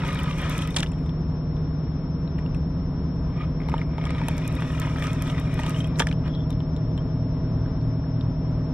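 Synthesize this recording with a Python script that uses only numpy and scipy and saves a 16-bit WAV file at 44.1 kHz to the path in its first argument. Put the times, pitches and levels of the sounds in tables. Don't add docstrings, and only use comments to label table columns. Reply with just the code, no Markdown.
import sys
import numpy as np
from scipy import signal
from scipy.fft import rfft, irfft
from scipy.io import wavfile

SR = 44100
rng = np.random.default_rng(int(sys.argv[2]) if len(sys.argv) > 2 else 0)


def master(y):
    cut = np.clip(np.atleast_2d(y).T, -1, 1)
    pcm = np.round(cut * 32767)
    wavfile.write(sys.argv[1], SR, pcm.astype(np.int16))


N = 384993
T = np.arange(N) / SR
HZ = np.maximum(np.arange(N // 2 + 1) * SR / N, 1)

# time in seconds, cycle rate in Hz.
MAIN_CYCLE = [(0, 9.61), (.5, 9.619), (1.4, 9.595), (2.05, 9.625), (3.1, 9.604), (3.85, 9.617),
              (4.55, 9.595), (5.15, 9.629), (5.9, 9.611), (6.4, 9.588), (7.5, 9.608), (8.0, 9.633),
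              (8.45, 9.604), (8.73, 9.609)]
SLOW_CYCLE = [(0, 5.9936), (8.73, 6.0024)]
TUG_CYCLE = [(0, 8.6776), (8.73, 8.6864)]
FAST_CYCLE = [(0, 22.455), (8.73, 22.473)]
# multiple of the cycle rate, early level in dB, late level in dB.
MAIN_PARTIALS = [(4, -52, -56), (7, -46, -46), (8, -47, -46), (9, -55, -59), (11, -53, -55), (12, -47, -35),
                 (13, -52, -49), (14, -52, -52), (15, -51, -49), (16, -31, -30), (17, -39, -38),
                 (18, -44, -50), (19, -40, -44), (20, -53, -52), (21, -50, -59), (22, -55, -56),
                 (23, -50, -53), (24, -54, -49), (25, -56, -47), (26, -49, -49), (27, -41, -37),
                 (28, -59, -53), (29, -47, -46), (30, -52, -50), (31, -55, -53), (32, -62, -58),
                 (33, -53, -56), (34, -58, -58), (35, -58, -58), (36, -57, -57), (37, -56, -55),
                 (38, -62, -56), (45, -63, -61), (47, -62, -58), (48, -64, -59), (49, -58, -62),
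                 (50, -61, -61), (51, -66, -63), (52, -66, -62), (55, -62, -61), (62, -68, -61),
                 (64, -64, -54), (65, -66, -62), (66, -63, -57), (67, -61, -52), (68, -66, -62),
                 (69, -63, -56), (70, -63, -62), (72, -68, -64)]
SLOW_PARTIALS = [(5, -57, -56), (6, -42, -42), (7, -54, -52), (8, -50, -49), (9, -43, -44), (11, -49, -50),
                 (12, -37, -37), (14, -45, -44), (20, -46, -45), (21, -49, -50), (36, -61, -57),
                 (39, -58, -57)]
TUG_PARTIALS = [(12, -51, -50), (14, -52, -50), (15, -50, -55), (16, -39, -39), (17, -50, -52),
                (20, -39, -41), (21, -44, -49), (29, -58, -58), (32, -55, -53), (33, -54, -62),
                (34, -58, -64)]
FAST_PARTIALS = [(2, -46, -45), (3, -40, -41), (4, -44, -48), (5, -44, -31), (6, -56, -56)]
MAIN_TURN_S, TUGS_TURN_S = (2.5, 5), (4, 8)

# frequency in Hz, relative density in dB per Hz.
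RUMBLE_COLOUR = [(15, -17.5), (25, -4.5), (40, 1), (70, 1.5), (100, -1), (130, 1), (200, -4), (270, -8),
                 (360, -10), (450, -12), (530, -15), (640, -20), (800, -21), (1000, -20), (1700, -32),
                 (2700, -40), (3700, -42), (4500, -51), (5000, -51), (5400, -43.5), (6200, -66),
                 (12000, -93.5)]
# time in seconds, level in dB.
RUMBLE_LEVEL = [(0, -33.5), (3, -33.5), (6, -33.5), (8.73, -33)]

# time in seconds, frequency in Hz.
WHINE_PITCH = [(0, 5394.43), (8.73, 5395.1)]
WHINE_DB, WHINE_RIGHT_DB = -53.5, -33.5
WHINE_WANDER_RAD = 0.45

# frequency in Hz, left minus right in dB.
REEL_SHADOW = [(400, 1.5), (700, -3), (1050, -3.5), (1700, 1), (2800, 3.5), (3800, 5), (4700, -3.5),
               (6000, -1.5), (8000, -10.5), (11000, -8), (15000, -3.5)]
RIVER_SHADOW = [(60, .7), (200, .1), (400, .8), (700, 0.9), (1050, 1.2), (1700, 5.3), (2800, 1.9),
                (3800, 11), (4700, 2.9), (6000, 1.5)]
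# frequency in Hz, level in dB re the shared sound.
REEL_UNLIKE = [(640, -2.5), (1050, -8.5), (1700, -16.5), (2800, -9.5), (3800, -3), (4700, -3), (6000, 2),
               (8000, 3)]
RIVER_UNLIKE = [(30, -18.5), (100, -14.5), (300, -17.5), (640, -2.5), (1050, -6), (1700, -7.5),
                (3800, -2.5), (4700, 2), (6000, 9)]
LEFT_LAG_S = 2.6 / SR

# time in seconds, peak level in dB ahead of the treble filter.
SNAPS = [(0.0796, -37.5), (0.13, -39.5), (0.147, -38.5), (0.19, -41.5), (0.2339, -35), (0.3825, -39),
         (0.497, -32.5), (0.5801, -28.5), (0.6745, -37), (0.706, -40), (0.7635, -38), (0.804, -47),
         (0.9875, -64), (1.8655, -70), (2.5476, -67.5), (2.57, -57), (2.6951, -65.5), (2.7316, -70.5),
         (2.771, -69.5), (2.8573, -72), (3.1591, -65), (3.192, -65), (3.2908, -64.5), (3.4549, -71.5),
         (3.6856, -52.5), (4.063, -51.5), (4.2845, -24.5), (4.3789, -42.5), (4.451, -47), (4.4781, -29),
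         (4.5524, -37), (4.6069, -44), (4.721, -46), (4.7991, -27.5), (4.9955, -44.5), (5.068, -51),
         (5.1173, -46.5), (5.2224, -28.5), (5.2764, -40.5), (5.3993, -37.5), (5.5396, -45), (5.5987, -41),
         (5.6645, -37.5), (5.695, -28.5), (5.964, -57), (5.994, -29), (6.5051, -41.5)]
SNAP_T60_S = 0.0074
FAINT_SNAPS_PER_S, FAINT_SNAP_DB, IDLE_SNAP_DB = 17, 27, -74

# time in seconds, peak level in dB, starting pitch in Hz, decay by 60 dB in seconds.
SQUEAKS = [(0.19, -26.5, 2954, 0.033), (0.308, -37, 2703, 0.031), (0.522, -34, 3180, .03),
           (0.706, -32.5, 3560, .03), (4.563, -37, 3710, 0.044), (5.633, -34.5, 2910, 0.031),
           (5.745, -29.5, 2850, 0.035), (5.762, -29.5, 3050, 0.031), (5.769, -34, 3040, .02),
           (5.78, -38.5, 3110, 0.043), (5.804, -23.5, 3119, 0.0258), (5.814, -35.5, 3050, .02),
           (5.843, -32.5, 3157, .05), (6.008, -24.5, 3235, .05), (6.024, -37, 3223, 0.054),
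           (6.604, -50.5, 2987, 0.0396), (6.982, -41, 3050, 0.066)]
SQUEAK_RISE_S, SQUEAK_GLIDE_HZ_PER_S = .002, 10000

# the two ends of the stroke in seconds (either order), pitch in Hz, width in Hz, level in dB.
RUBS = [(3.37, 3.46, 2220, 300, -52), (3.6, 3.77, 2120, 340, -60), (3.83, 4.51, 2260, 240, -53),
        (6.02, 6.01, 2143, 147, -46), (6.45, 6.277, 3360, 300, -52.5)]

# time in seconds, nominal level in dB, pitch of the struck part in Hz,
# boost of the low thump modes in dB, boost of the high crack modes in dB.
TICKS = [(0.0482, -27, 1345, 2.5, -25.5), (0.188, -47, 2900, -23, -30), (0.238, -32, 1717, -6.5, -25),
         (0.3105, -31, 2650, -12, -25), (0.385, -31.5, 2400, -10.5, -27), (0.4546, -36.5, 2420, 0.5, -25),
         (0.5, -34, 2920, -9, -22.5), (0.5227, -39.5, 3080, -2, -25.5), (0.5621, -40.5, 2390, -12, -25),
         (0.59, -29, 3146, -2, -14.5), (0.621, -27.5, 3100, -10, -25), (0.675, -35.5, 2210, -13, -20.5),
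         (0.708, -44.5, 3555, -9.5, -19.5), (0.744, -32.5, 3750, -4, -20),
         (0.7632, -18.5, 1790, -5.5, -4.5), (0.7655, -13.5, 3365, -16, -18.5),
         (0.7696, -18.5, 3034, -10.5, -7.5), (0.775, -29.5, 2500, -4, -11.5), (0.7838, -28, 3760, -9, -9),
         (0.7872, -25, 3670, -20, -7.5), (0.795, -28.5, 3660, 0, -8), (0.7998, -28.5, 3640, -11, -14),
         (0.804, -29, 2930, -10, 1), (0.826, -30, 3300, -10, -21.5), (0.83, -15.5, 2763, -18.5, -22),
         (0.862, -34.5, 2940, -16, -37), (0.869, -38, 3607, -12, -30.5), (0.918, -40.5, 2580, -13.5, -7),
         (0.933, -45, 3270, -4.5, -22), (0.987, -45, 2500, -6, -19), (1.061, -46, 3590, -6, -8),
         (1.093, -42.5, 3430, -7, -24.5), (2.2767, -42.5, 3860, -10.5, -34), (2.383, -38, 2393, -13, -26.5),
         (2.388, -35, 1900, -11, -33.5), (2.462, -39, 2774, -5, -34), (2.546, -34.5, 2585, -11, -15.5),
         (3.6022, -38.5, 2123, -14, -30.5), (3.617, -41.5, 2100, -15, -31.5),
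         (3.6341, -50, 3231, -11.5, -28.5), (3.6664, -56.5, 2000, -8, -28), (3.686, -28, 2100, 1.5, -24),
         (3.696, -41, 2980, -5.5, -6), (3.718, -34.5, 2130, -2, -24.5), (3.728, -45, 2120, -6.5, -30.5),
         (3.7396, -30.5, 2200, 8.5, -31.5), (3.7653, -38, 1670, 13, -29), (3.78, -32.5, 2930, 1.5, -19.5),
         (3.8152, -34, 2090, -5.5, -31.5), (3.9365, -44.5, 2050, -12, -31),
         (3.956, -48.5, 2115, -11, -28.5), (3.981, -29, 2130, 4.5, -39.5),
         (4.0128, -32.5, 2140, -13.5, -35), (4.039, -29, 2372, -1, -26.5), (4.053, -36.5, 3300, -8, -5.5),
         (4.0687, -30.5, 2190, -8, -29), (4.093, -34, 2070, -9.5, -32.5), (4.105, -26, 2140, -4, -19),
         (4.148, -31.5, 2140, -2.5, -28), (4.182, -31, 2310, -5.5, -26), (4.2153, -31.5, 2356, 6.5, -26),
         (4.2363, -32.5, 1880, -6.5, -27.5), (4.2834, -23.5, 2578, 2.5, -31.5),
         (4.3151, -36, 2280, -13.5, -28), (4.38, -30.5, 2320, -14, -6), (4.4518, -35.5, 2100, -12, -25),
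         (4.5955, -38.5, 1770, -10, -26.5), (4.621, -31, 1600, -4, -26.5), (4.7451, -41.5, 1860, -11, -28),
         (4.774, -47, 1807, -17, -29), (4.817, -27.5, 1760, -3, -25.5), (4.8548, -37.5, 1900, -6.5, -28),
         (4.96, -30, 1890, -8.5, -32.5), (4.983, -29.5, 1690, -9, -24), (5.023, -25.5, 1784, -10, -25.5),
         (5.04, -26, 2520, -21, -23), (5.069, -30.5, 1860, -14.5, -5), (5.222, -30.5, 3250, -9, -19.5),
         (5.269, -30.5, 1730, -11, -20.5), (5.283, -43.5, 2600, -14, -25.5),
         (5.2992, -30, 3067, -13, -15.5), (5.38, -27, 1800, -7.5, -30), (5.53, -40.5, 2900, -15.5, -22),
         (5.591, -25.5, 1777, 4.5, -25), (5.634, -31, 2928, 3.5, -12), (5.664, -28.5, 3070, -4.5, -21),
         (5.7049, -32, 3130, -8, -6), (5.68, -34.5, 1900, -6.5, -22.5), (5.804, -35, 3700, -15.5, -18),
         (5.843, -35, 2600, -10, -11.5), (5.958, -40.5, 3950, -4, -19), (5.988, -31, 1935, -10.5, -6),
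         (5.995, -15, 2240, -4.5, -6.5), (5.999, -14.5, 3287, -7.5, -15), (6.0023, -13, 1578, -0.5, -15.5),
         (6.008, -28.5, 3520, 1, -12), (6.0203, -21.5, 1710, 1, -23.5), (6.0697, -19.5, 1853, -11.5, -13),
         (6.087, -31.5, 3030, -19.5, -37), (6.113, -28, 2384, -20, -32),
         (6.1265, -29.5, 2960, -14.5, -41.5), (6.279, -31.5, 1260, 0.5, -30), (6.35, -38, 3950, -12, -23.5),
         (6.504, -37.5, 3640, -25.5, -9.5), (6.604, -42, 3072, -3.5, -25),
         (6.764, -43.5, 3670, -20.5, -9.5), (6.515, -47, 3720, -21.5, -20),
         (6.528, -45.5, 3590, -18.5, -13.5), (6.77, -46.5, 3520, -16.5, -12.5),
         (6.9169, -50, 3480, -14.5, -24.5), (6.9773, -33.5, 3129, -11, -23.5), (7.66, -41.5, 1622, -6, -35),
         (7.812, -49, 4400, -21.5, -23.5), (8.042, -50.5, 1760, 2.5, -34), (8.21, -36.5, 3660, -14, -27),
         (8.516, -56, 5294, -10.5, -10.5), (8.645, -58.5, 5300, -11.5, -5.5), (1.566, -45, 3440, -16, -21),
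         (8.668, -55, 3950, -9.5, -12.5)]
# frequency in Hz, relative level in dB, decay by 60 dB in seconds.
REEL_MODES = [(527, 0.5, 0.016), (920.6, 0, 0.025), (1159, -5, 0.012), (1605, -13, 0.0088),
              (1758, 1.5, 0.016), (2107, 4, 0.0087), (2330.4, -3.5, 0.014), (2859, -0.5, 0.011),
              (3204, 0, 0.018), (3449, 1, .014), (3879, -1, 0.015), (4103, -8.5, 0.0091), (5482, -3, 0.01),
              (6087, 12.5, 0.0035), (7090, 2, 0.013), (7680, 1, 0.0097), (8490, -3.5, 0.014),
              (9800, -1, 0.0037), (10500, -10.5, .005), (12700, -12, .004)]
THUMP_TOP_HZ, CRACK_FOOT_HZ = 1400, 6000
SOFT_DB, HARD_DB = -40, -24
SOFT_PART_T60_S, HARD_PART_T60_S = .022, .010
SOFT_FAR_DB, HARD_FAR_DB = 15, 8
RATTLE_T60_S, RATTLE_DOUBLES_DB, RATTLE_RISE_S = 0.00788, 20, 0.00051
TICK_PAN_DB = 0.5
LOOSE_PER_S, LOOSE_DB, LOOSE_THUMP_DB, LOOSE_CRACK_DB = 30, -9, -4.5, -23
MOST_TICKS = 250

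# time in seconds, gear whirr in dB, rotor hiss in dB,
# swell of the side-plate ring in dB.
WINDING = [
    [(0.0, -35, -60, 1), (0.3, -35, -54, 4), (0.36, -39.5, -56.5, 2), (0.43, -32.5, -51, 1.5),
     (0.65, -37, -56.5, 2), (0.71, -44.5, -61.5, -4), (0.75, -53.5, -50.5, -13.5), (0.9, -59, -72.5, -6.5),
     (1.12, -62.5, -77, -2.5)],
    [(3.3, -60.5, -85.5, -2), (3.42, -41, -85, 5), (3.53, -65.5, -93.5, 0.5)],
    [(3.57, -62.5, -87, -0.5), (3.61, -58, -88.5, -1.5), (3.75, -45, -79.5, 5), (3.82, -45.5, -84, 0.5),
     (3.87, -77, -89.5, 0)],
    [(3.9, -57, -89, 3.5), (3.98, -52.5, -90, 6.5), (4.07, -43, -86.5, 0), (4.27, -42, -63.5, -1),
     (4.55, -40.5, -59.5, -1), (4.78, -41, -59, -1.5), (4.83, -36.5, -59, 2.5), (4.93, -40.5, -59, 2),
     (5.07, -37, -55.5, 5), (5.17, -42, -58.5, -4.5), (5.28, -38.5, -56.5, 2.5), (5.44, -44, -63, 3.5),
     (5.55, -39.5, -59.5, -3), (5.69, -37.5, -53.5, 4), (5.8, -42.5, -57.5, -6), (5.94, -51, -78.5, 0.5),
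     (5.98, -48.5, -52.5, 6.5), (6.1, -66.5, -73, -3.5)],
    [(6.19, -72, -83.5, -5), (6.27, -39, -87, 1), (6.32, -64, -84, 1.5)],
]
# resonance in Hz, width in Hz, relative level in dB.
GEAR_BODY = [(542.6, 234, -7), (980, 180, -4.5), (1243.8, 81, 2), (1460, 1000, -9.5), (1750, 500, -16),
             (1917.7, 170, -5), (2205.5, 140, -6), (2408, 125, -1.5), (2846, 440, -12), (3267, 470, -11.5),
             (3648, 220, -12), (3960, 2000, -23)]
SIDE_PLATE_HZ = (1100, 1400)
# frequency in Hz, relative density in dB per Hz.
ROTOR_COLOUR = [(4000, -12), (6000, 6), (7000, -5), (8600, -3), (10000, -10.5), (12400, -9.5),
                (13500, -26.5), (16000, -26)]
# time in seconds, teeth per second.
MESH_RATE = [(0, 58), (.52, 59), (.7, 57), (3.3, 28), (4.4, 30), (4.75, 40), (5.0, 44.5), (5.45, 46.5),
             (5.9, 50.5)]
MESH_DEPTH_DB, MESH_JITTER_RAD = 4, .6
BRIGHT_DB, BRIGHT_PER_DB, FREE_HISS_DB = -1.0, .06, -54.5
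JOLT_DB, JOLT_HISS_DB, JOLT_T60_S = -16, -17.5, 0.072
WAVER_SHARE, WAVER_PER_S = .022, 6.0


def from_db(db):
    return 10 ** (np.asarray(db) / 20)


def rms_one(x):
    return x / np.sqrt(np.mean(x ** 2) + 1e-20)


def per_bin(points):
    hz, level_db = np.transpose(points)
    return from_db(np.interp(np.log(HZ), np.log(hz), level_db))


def coloured(x, points):
    return irfft(rfft(x) * per_bin(points), N)


def drift(rate):
    knots = rng.standard_normal(int(T[-1] * 60) + 60)
    r = np.exp(-2 * np.pi * rate / 60)
    slow = signal.lfilter([1], [1, -2 * r, r * r], knots)[58:]
    return np.interp(T * 60, np.arange(len(slow)), rms_one(slow))


def turning(rate_hz):
    return 2 * np.pi * np.cumsum(np.interp(T, *np.transpose(rate_hz))) / SR


def dying(events, t60):
    kicks = np.full(N, 1e-18)
    s, level_db = np.transpose(events)
    np.add.at(kicks, np.round(s * SR).astype(int), from_db(level_db))
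    return signal.lfilter([1], [1, -from_db(-60 / (t60 * SR))], kicks)


def at_random(per_s):
    draws = rng.random((500, 5))
    s = np.cumsum(-np.log(draws[:, 0])) / per_s
    inside = s < T[-1]
    return s[inside], draws[inside, 1:]


def grains(per_s, spread_db):
    sizes = from_db(spread_db * np.minimum(rng.exponential(1, N), 5))
    signs = rng.choice([-1, 1], N)
    return sizes * signs * (rng.random(N) < per_s / SR)


def resonance(x, hz, width_hz):
    r = np.exp(-np.pi * width_hz / SR)
    section = [(1 - r * r) / 2, 0, (r * r - 1) / 2, 1, -2 * r * np.cos(2 * np.pi * hz / SR), r * r]
    return signal.sosfilt([section, section], x)


def per_port(make, unlike=REEL_UNLIKE):
    shared = make()
    return shared + np.array([coloured(make(), unlike) for port in range(2)])


def ports(x, shadow):
    tilt = np.sqrt(per_bin(shadow))
    lag = np.exp(-2j * np.pi * HZ * LEFT_LAG_S)
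    return irfft(rfft(x) * [tilt * lag, 1 / tilt], N)


def rumble():
    noise = per_port(lambda: rng.standard_normal(N), RIVER_UNLIKE)
    noise = noise * from_db(.5 * drift(5.4))
    s, level_db = np.transpose(RUMBLE_LEVEL)
    return from_db(np.interp(T, s, level_db)) * rms_one(coloured(noise, RUMBLE_COLOUR))


def engine(rate_hz, partials, turn_s):
    step = 8
    cycle = (turning(rate_hz) + .004 * drift(0.26))[::step]
    out = 0
    for multiple, early_db, late_db in partials:
        trend_db = np.interp(T, turn_s, [early_db, late_db])
        level_db = trend_db + .8 * drift(0.99)
        tone = np.sin(multiple * cycle + rng.uniform(0, 2 * np.pi))
        out = out + np.sqrt(2) * from_db(level_db[::step]) * tone
    return signal.resample_poly(out, step, 1)[:N]


def engines():
    return (engine(MAIN_CYCLE, MAIN_PARTIALS, MAIN_TURN_S)
            + engine(SLOW_CYCLE, SLOW_PARTIALS, TUGS_TURN_S)
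            + engine(TUG_CYCLE, TUG_PARTIALS, TUGS_TURN_S)
            + engine(FAST_CYCLE, FAST_PARTIALS, TUGS_TURN_S))


def whine():
    level = from_db(WHINE_DB + 0.61 * drift(25))
    return np.sqrt(2) * level * np.sin(turning(WHINE_PITCH) + WHINE_WANDER_RAD * drift(2.7))


def handle():
    levels = np.full((3, N), -140.)
    for stroke in WINDING:
        s, *columns = np.transpose(stroke)
        turning_now = (T >= s[0]) & (T <= s[-1])
        levels[:, turning_now] = [np.interp(T[turning_now], s, column) for column in columns]
    return levels


def snaps():
    s, draws = at_random(FAINT_SNAPS_PER_S)
    _, hiss_db, _ = handle()
    top_db = np.maximum(hiss_db[(s * SR).astype(int)] + FAINT_SNAP_DB, IDLE_SNAP_DB)
    faint_db = top_db - 30 * draws[:, 0] ** .5
    envelope = dying(SNAPS + list(zip(s, faint_db)), SNAP_T60_S)
    treble = signal.butter(2, [5500, 14000], "band", fs=SR, output="sos")
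    return signal.sosfilt(treble, envelope * per_port(lambda: rng.standard_normal(N)))


def squeaks():
    length = SR // 12
    t, out = T[:length], np.zeros(N + length)
    rise = np.minimum(t / SQUEAK_RISE_S, 1)
    for s, peak_db, hz, t60 in SQUEAKS:
        at = round(s * SR)
        phase = 2 * np.pi * (hz * t + SQUEAK_GLIDE_HZ_PER_S * t * t / 2)
        out[at:at + length] += from_db(peak_db - 60 * t / t60) * rise * np.sin(phase)
    return out[:N]


def rubs():
    slips, out = per_port(lambda: grains(per_s=1500, spread_db=3)), 0
    for start_s, end_s, hz, width_hz, level_db in RUBS:
        progress = np.clip((T - start_s) / (end_s - start_s), 0, 1)
        stroke = np.sin(np.pi * progress) ** .5
        out = out + from_db(level_db) * stroke * rms_one(resonance(slips, hz, width_hz))
    return out


def loose_ticks():
    s, draws = at_random(LOOSE_PER_S)
    whirr_db, _, _ = handle()
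    peak_db = whirr_db[(s * SR).astype(int)] + LOOSE_DB - 10 * draws[:, 0]
    return [(at, db, 1650 * 2 ** high, LOOSE_THUMP_DB, LOOSE_CRACK_DB)
            for at, db, high in zip(s, peak_db, draws[:, 1]) if db > -70]


def ticks():
    length = SR // 12
    t, out = T[:length], np.zeros((2, N + length))
    hz, mode_db, t60 = np.transpose(REEL_MODES)[:, :, None]
    soft_start = 1 - np.exp(-(2 * t * hz) ** 2)
    rings = np.sin(2 * np.pi * hz * t) * from_db(-60 * t / t60) * soft_start
    rise = np.minimum(t / RATTLE_RISE_S, 1)
    for s, peak_db, part_hz, thump_db, crack_db in (TICKS + loose_ticks())[:MOST_TICKS]:
        far_db = np.interp(peak_db, [SOFT_DB, HARD_DB], [SOFT_FAR_DB, HARD_FAR_DB])
        near_db = -np.minimum(36 * abs(np.log2(hz / part_hz)), far_db)
        upper_db = np.where(hz > CRACK_FOOT_HZ, crack_db, near_db)
        boost_db = np.where(hz < THUMP_TOP_HZ, thump_db, upper_db)
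        chance_db = 2 * rng.standard_normal((len(REEL_MODES), 1))
        ring = np.sum(from_db(mode_db + boost_db + chance_db) * rings, axis=0)

        rattle_t60 = max(RATTLE_T60_S * 2 ** ((peak_db + 9.5) / RATTLE_DOUBLES_DB), .002)
        noise = rng.standard_normal((3, length))
        contacts = noise[0] + noise[1:] / 2
        rattle = rms_one(contacts * from_db(-60 * t / rattle_t60) * rise)
        tick = signal.fftconvolve(ring[None], rattle, axes=1)[:, :length] / length ** .5

        part_t60 = np.interp(peak_db, [SOFT_DB, HARD_DB], [SOFT_PART_T60_S, HARD_PART_T60_S])
        tick = tick + from_db(-60 * t / part_t60) * rise * np.sin(2 * np.pi * part_hz * t)
        pan_db = TICK_PAN_DB * rng.standard_normal() * np.array([[.5], [-.5]])
        at = round(s * SR)
        out[:, at:at + length] += from_db(peak_db + pan_db) * tick
    return out[:, :N]


def wavering(x):
    at = np.clip(np.cumsum(1 + WAVER_SHARE * drift(WAVER_PER_S)), 0, N - 1)
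    return np.array([np.interp(at, np.arange(N), port) for port in x])


def gear_whirr(hiss_db, plate_db):
    bright_db = BRIGHT_DB + BRIGHT_PER_DB * (np.maximum(hiss_db, -90) - FREE_HISS_DB)
    bright_db = np.clip(bright_db, -9, 9)
    teeth = per_port(lambda: grains(per_s=3000, spread_db=3.0))
    mesh = np.sin(turning(MESH_RATE) + MESH_JITTER_RAD * drift(10))
    teeth = teeth * from_db(MESH_DEPTH_DB * mesh)
    body = 0
    for k, (hz, width_hz, level_db) in enumerate(GEAR_BODY):
        band = wavering(resonance(teeth, hz, width_hz))
        gain_db = level_db + bright_db * np.log2(hz / 2000) + 1.5 * drift(8)
        if SIDE_PLATE_HZ[0] < hz < SIDE_PLATE_HZ[1]:
            gain_db = gain_db + np.where(plate_db < -99, 0, plate_db)
        body = body + (-1) ** k * from_db(gain_db) * band
    return rms_one(body)


def rotor_hiss():
    scratch = per_port(lambda: grains(per_s=9000, spread_db=2.5))
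    patches = from_db(3 * drift(15))
    return rms_one(coloured(scratch * patches, [(2500, -36.5)] + ROTOR_COLOUR))


def winding():
    whirr_db, hiss_db, plate_db = handle()
    jolts = dying([(s, peak_db + JOLT_DB) for s, peak_db, *colour in TICKS], JOLT_T60_S)
    whirr = (from_db(whirr_db) + jolts) * gear_whirr(hiss_db, plate_db)
    hiss = (from_db(hiss_db) + from_db(JOLT_HISS_DB) * jolts) * rotor_hiss()
    return whirr + hiss


def scene():
    river = ports(engines() + rumble(), RIVER_SHADOW)
    reel = ports(snaps() + squeaks() + rubs() + ticks() + winding(), REEL_SHADOW)
    return river + whine() * from_db([[0], [WHINE_RIGHT_DB]]) + reel


def record(dry):
    dry = signal.sosfilt(signal.butter(2, 13500, fs=SR, output="sos"), dry)
    return signal.sosfilt(signal.cheby2(12, 70, 16500, fs=SR, output="sos"), dry)


dry = scene()
out = record(dry)
master(out)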